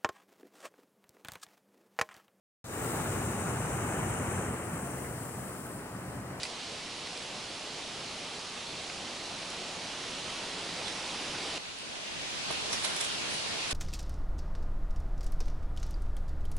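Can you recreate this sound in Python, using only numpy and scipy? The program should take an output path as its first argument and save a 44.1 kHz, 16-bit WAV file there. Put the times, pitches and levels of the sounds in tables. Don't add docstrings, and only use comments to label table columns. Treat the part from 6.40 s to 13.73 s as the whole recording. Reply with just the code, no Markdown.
import sys
import numpy as np
from scipy import signal
from scipy.fft import rfft, irfft
from scipy.io import wavfile
from scipy.ndimage import uniform_filter1d

SR = 44100
rng = np.random.default_rng(int(sys.argv[2]) if len(sys.argv) > 2 else 0)


def inscribe(sig):
    pcm = np.round(np.clip(np.atleast_2d(sig).T, -1, 1) * 32767)
    wavfile.write(sys.argv[1], SR, pcm.astype(np.int16))


N = 323241
CUT_S, BAND_EDGE_HZ = 5.181, 11100

# freq_hz, density_db
GROUND_WIND = [(20, -21), (45, -7), (100, -5.5), (190, 0.5), (350, 0.0), (700, -0.16), (1100, -2.5),
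               (1650, -5.5), (2100, -4.0), (2800, -1.1), (4400, -2.5), (5800, -6.5), (6700, -9.5),
               (11000, -18.6)]
OPEN_WIND = [(20, -6), (45, -9.5), (100, -3.5), (190, 0), (350, -1), (700, -0.7), (1100, -3), (1650, -3),
             (2100, -2.5), (2800, 0.9), (4400, -1.5), (5800, -5.5), (6700, -8.5), (11000, -17)]
# quiet_db, full_db, halfway_s, ease_s, mid_growth_db
GROUND_HISS_RISE = (-40.25, -35.9, 3.95, .66, 1.7)
OPEN_HISS_RISE = (-42.9, -34.2, 5.695, .215, -.6)
# freq_hz, coherence
GROUND_COHERENCE = [(60, 0.98), (220, 0.97), (840, 0.89), (3120, 0.72), (11600, 0.69)]
OPEN_COHERENCE = [(60, .01), (11000, .01)]
# freq_hz, left_minus_right_db
GROUND_PAN = [(200, 0), (1500, -1.7), (3700, -2.5), (7000, -0.3)]
OPEN_PAN = [(100, -0.43), (1200, -1.4), (3500, -0.73), (10000, .4)]
# pitch_hz, level_db, t60_s
STICK_MODES = [(700, -25.5, 0.013), (1540, -15, .018), (1994, -8, 0.017), (2390, -7, 0.02),
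               (3050, -14, 0.0069), (4000, -3, 0.0051), (4450, 5, 0.0041), (4780, 2, 0.0033),
               (7600, -6, 0.0034), (8400, -8, 0.0054), (9750, -7, 0.0034)]
# start_s, level_db, hardness_db_per_octave
LANDINGS = [(0.0328, -16.5, 3.5), (.0524, -26.5, -7), (.672, -27, -1), (.7755, -28, 4),
            (2.4992, -26.5, -8.5), (3.029, -34.5, -18), (3.1028, -30, 13), (3.283, -31, -3),
            (4.290, -28.5, -4), (4.4812, -26, 1)]
# freq_hz, t60_s
TREE_DECAY = [(500, .25), (2500, 0.24), (10000, 0.13)]
# peak_s, level_db, fall_s, accent_hz, emphasis_db
RUSTLES = [(4.48, -40.5, .03, 3460, 32), (5.388, -44, .0035, 10000, 6), (6.112, -30.5, .0026, 9800, 4),
           (6.3315, -23.8, 0.0041, 5700, 11.5), (6.449, -25, 0.01, 4200, 4), (6.565, -30.5, .004, 6000, 3),
           (6.612, -26.3, 0.0071, 8050, 4), (6.648, -32, .011, 7560, 1), (6.94, -39.5, 0.05, 9000, 7),
           (7.312, -28, 0.0059, 8000, 3)]
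# freq_hz, density_db
RUSTLE_SPECTRUM = [(200, -13), (700, 4), (1800, 2.5), (3500, 4.5), (5600, 0), (8000, 1.5), (11000, 0.5)]
# peak_s, level_db, half_width_s
BOOT_PUSHES = [(6.109, -23, .005), (6.344, -34, 0.011)]
# freq_hz, density_db
SOIL_SPECTRUM = [(60, -13), (200, -9), (330, 3), (500, 5), (800, -4), (1200, -2), (1800, -18), (6000, -40)]


def gain_of(db):
    return 10 ** (np.asarray(db) / 20)


def unit_rms(x):
    return x / np.sqrt(np.mean(x ** 2) + 1e-20)


def lookup(table, hz):
    table_hz, value = np.transpose(table)
    return np.interp(np.log(hz + 1), np.log(table_hz + 1), value)


def coloured(x, spectrum):
    length = x.shape[-1]
    gain = gain_of(lookup(spectrum, np.fft.rfftfreq(length, 1 / SR)))
    return unit_rms(irfft(rfft(x) * gain, length))


def panned(x, balance_db):
    return x * gain_of(np.array([[balance_db], [-balance_db]]) / 2)


def add(mix, start_s, sound):
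    part = mix[round(start_s * SR):][:len(sound)]
    part += sound[:len(part)]


def wind(spectrum, rise, coherence, pan, flicker_db, mid_hz):
    fft_size, hop = 1024, 256
    frames, hz = N // hop + 5, np.fft.rfftfreq(fft_size, 1 / SR)
    t = np.arange(frames) * hop / SR
    re, im, other_re, other_im, flicker = rng.standard_normal((5, frames, len(hz)))
    flicker = uniform_filter1d(flicker, size=16, axis=0)
    flicker = unit_rms(uniform_filter1d(flicker, size=14, axis=1))
    quiet_db, full_db, halfway_s, ease_s, mid_growth_db = rise
    fullness = .5 + .5 * np.tanh((t - halfway_s) / (2 * ease_s))
    mid_db = mid_growth_db * (fullness[:, None] - .5) * np.exp(-np.log2((hz + 1) / mid_hz) ** 2)
    shared, pan_db = lookup(coherence, hz), lookup(pan, hz)
    left = re + 1j * im
    right = shared * left + np.sqrt(1 - shared ** 2) * (other_re + 1j * other_im)
    bins = np.array([left, right]) * gain_of(lookup(spectrum, hz) + mid_db + flicker_db * flicker)
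    bins *= gain_of(np.array([pan_db, -pan_db]) / 2)[:, None]
    bins *= hz < BAND_EDGE_HZ * 1.05
    hiss = signal.istft(bins.transpose(0, 2, 1), nperseg=fft_size, noverlap=fft_size - hop)[1][:, :N]
    level_db = np.interp(np.arange(N) / SR, t, quiet_db + (full_db - quiet_db) * fullness)
    return unit_rms(hiss) * gain_of(level_db)


def stick_contacts(bounces=3, first_gap_s=.0035, gap_ratio=.55, rest_db=-30):
    landing_loss_db, bounce_loss_db, dulling_db_per_octave = 8, 1.0, 1.3
    contacts = []
    for start_s, level_db, hardness in LANDINGS:
        contacts.append((start_s, level_db, hardness))
        for k in range(1, bounces + 1):
            start_s += first_gap_s * gap_ratio ** (k - 1)
            rebound_db = level_db - landing_loss_db - k * bounce_loss_db
            if rebound_db > rest_db:
                contacts.append((start_s, rebound_db, hardness - k * dulling_db_per_octave))
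    return contacts


def sticks(detune_ratio=.042, cushion_s=.00029):
    out, t = np.zeros(N), np.arange(SR // 10) / SR
    pitch_hz, mode_db, t60_s = np.transpose(STICK_MODES)[:, :, None]
    decay = np.exp(-np.log(1000) * t / t60_s)
    for start_s, level_db, hardness in stick_contacts():
        detuned_hz = pitch_hz * (1 + detune_ratio * rng.standard_normal(pitch_hz.shape))
        strength = gain_of(mode_db + hardness * np.log2(pitch_hz / pitch_hz[0]))
        ring = (strength * decay * np.sin(2 * np.pi * detuned_hz * t)).sum(0)
        ring *= 1 - np.exp(-t / cushion_s)
        add(out, start_s, gain_of(level_db) * ring / abs(ring).max())
    return out


def tree_scatter(x, rise_s=.006):
    hz, t, bins = signal.stft(rng.standard_normal((2, SR // 2)), SR, nperseg=256)
    bins *= np.exp(-np.log(1000) * t / lookup(TREE_DECAY, hz)[:, None]) * (1 - np.exp(-t / rise_s))
    colour_db = lookup([(2000, -1), (4500, -10), (8000, 11)], hz)
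    tail = signal.istft(bins * gain_of(colour_db)[:, None], SR, nperseg=256)[1]
    return signal.fftconvolve(x[None], tail / np.linalg.norm(tail[0]), axes=1)[:, :N]


def surge(t, fall_s, rise_ratio=.91):
    return np.exp(-np.maximum(-t / (rise_ratio * fall_s), t / fall_s))


def rustles(snaps_per_s=12000, spread_db=2.0, accent_width_octaves=.18):
    swish_db, swish_lag_s, swish_stretch, swish_max_fall_s = -10, .011, 7.8, .08
    out, t = np.zeros((2, N)), np.arange(SR // 2) / SR
    hz, lead_s = np.geomspace(100, SR / 2, 200), t[-1] / 2
    for peak_s, level_db, fall_s, accent_hz, emphasis_db in RUSTLES:
        size = gain_of(spread_db * np.minimum(rng.exponential(1, (2, len(t))), 4))
        snaps = size * rng.choice([-1, 1], size.shape) * (rng.random(size.shape) < snaps_per_s / SR)
        accent_db = emphasis_db * np.exp(-(np.log2(hz / accent_hz) / accent_width_octaves) ** 2)
        crackle = coloured(snaps, np.column_stack([hz, lookup(RUSTLE_SPECTRUM, hz) + accent_db]))
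        swish_fall_s = min(swish_stretch * fall_s, swish_max_fall_s)
        swish = gain_of(swish_db) * surge(t - lead_s - swish_lag_s, swish_fall_s)
        envelope = gain_of(level_db) * np.hypot(surge(t - lead_s, fall_s), swish)
        for channel, burst in zip(out, panned(envelope * crackle, balance_db=-4)):
            add(channel, peak_s - lead_s, burst)
    return out


def footsteps():
    t = np.arange(N) / SR
    push = sum(gain_of(level_db) * np.exp(-((t - peak_s) / half_width_s) ** 2)
               for peak_s, level_db, half_width_s in BOOT_PUSHES)
    near = coloured(rng.standard_normal(N), SOIL_SPECTRUM)
    scattered = coloured(rng.standard_normal((2, N)), SOIL_SPECTRUM)
    return push * (.27 * near + .28 * scattered)


def scene():
    knocks = sticks()
    work = panned(knocks, balance_db=-3) + gain_of(-1) * tree_scatter(knocks)
    work += wind(GROUND_WIND, GROUND_HISS_RISE, GROUND_COHERENCE, GROUND_PAN, flicker_db=.85, mid_hz=1700)
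    walk = footsteps()
    walk += wind(OPEN_WIND, OPEN_HISS_RISE, OPEN_COHERENCE, OPEN_PAN, flicker_db=1.04, mid_hz=1500)
    return np.where(np.arange(N) / SR < CUT_S, work, walk) + rustles()


def record(dry):
    taps = signal.firwin(1023, BAND_EDGE_HZ, window=("kaiser", 9), fs=SR)
    return signal.oaconvolve(dry, taps[None], "same")


dry = scene()
out = record(dry)
inscribe(out)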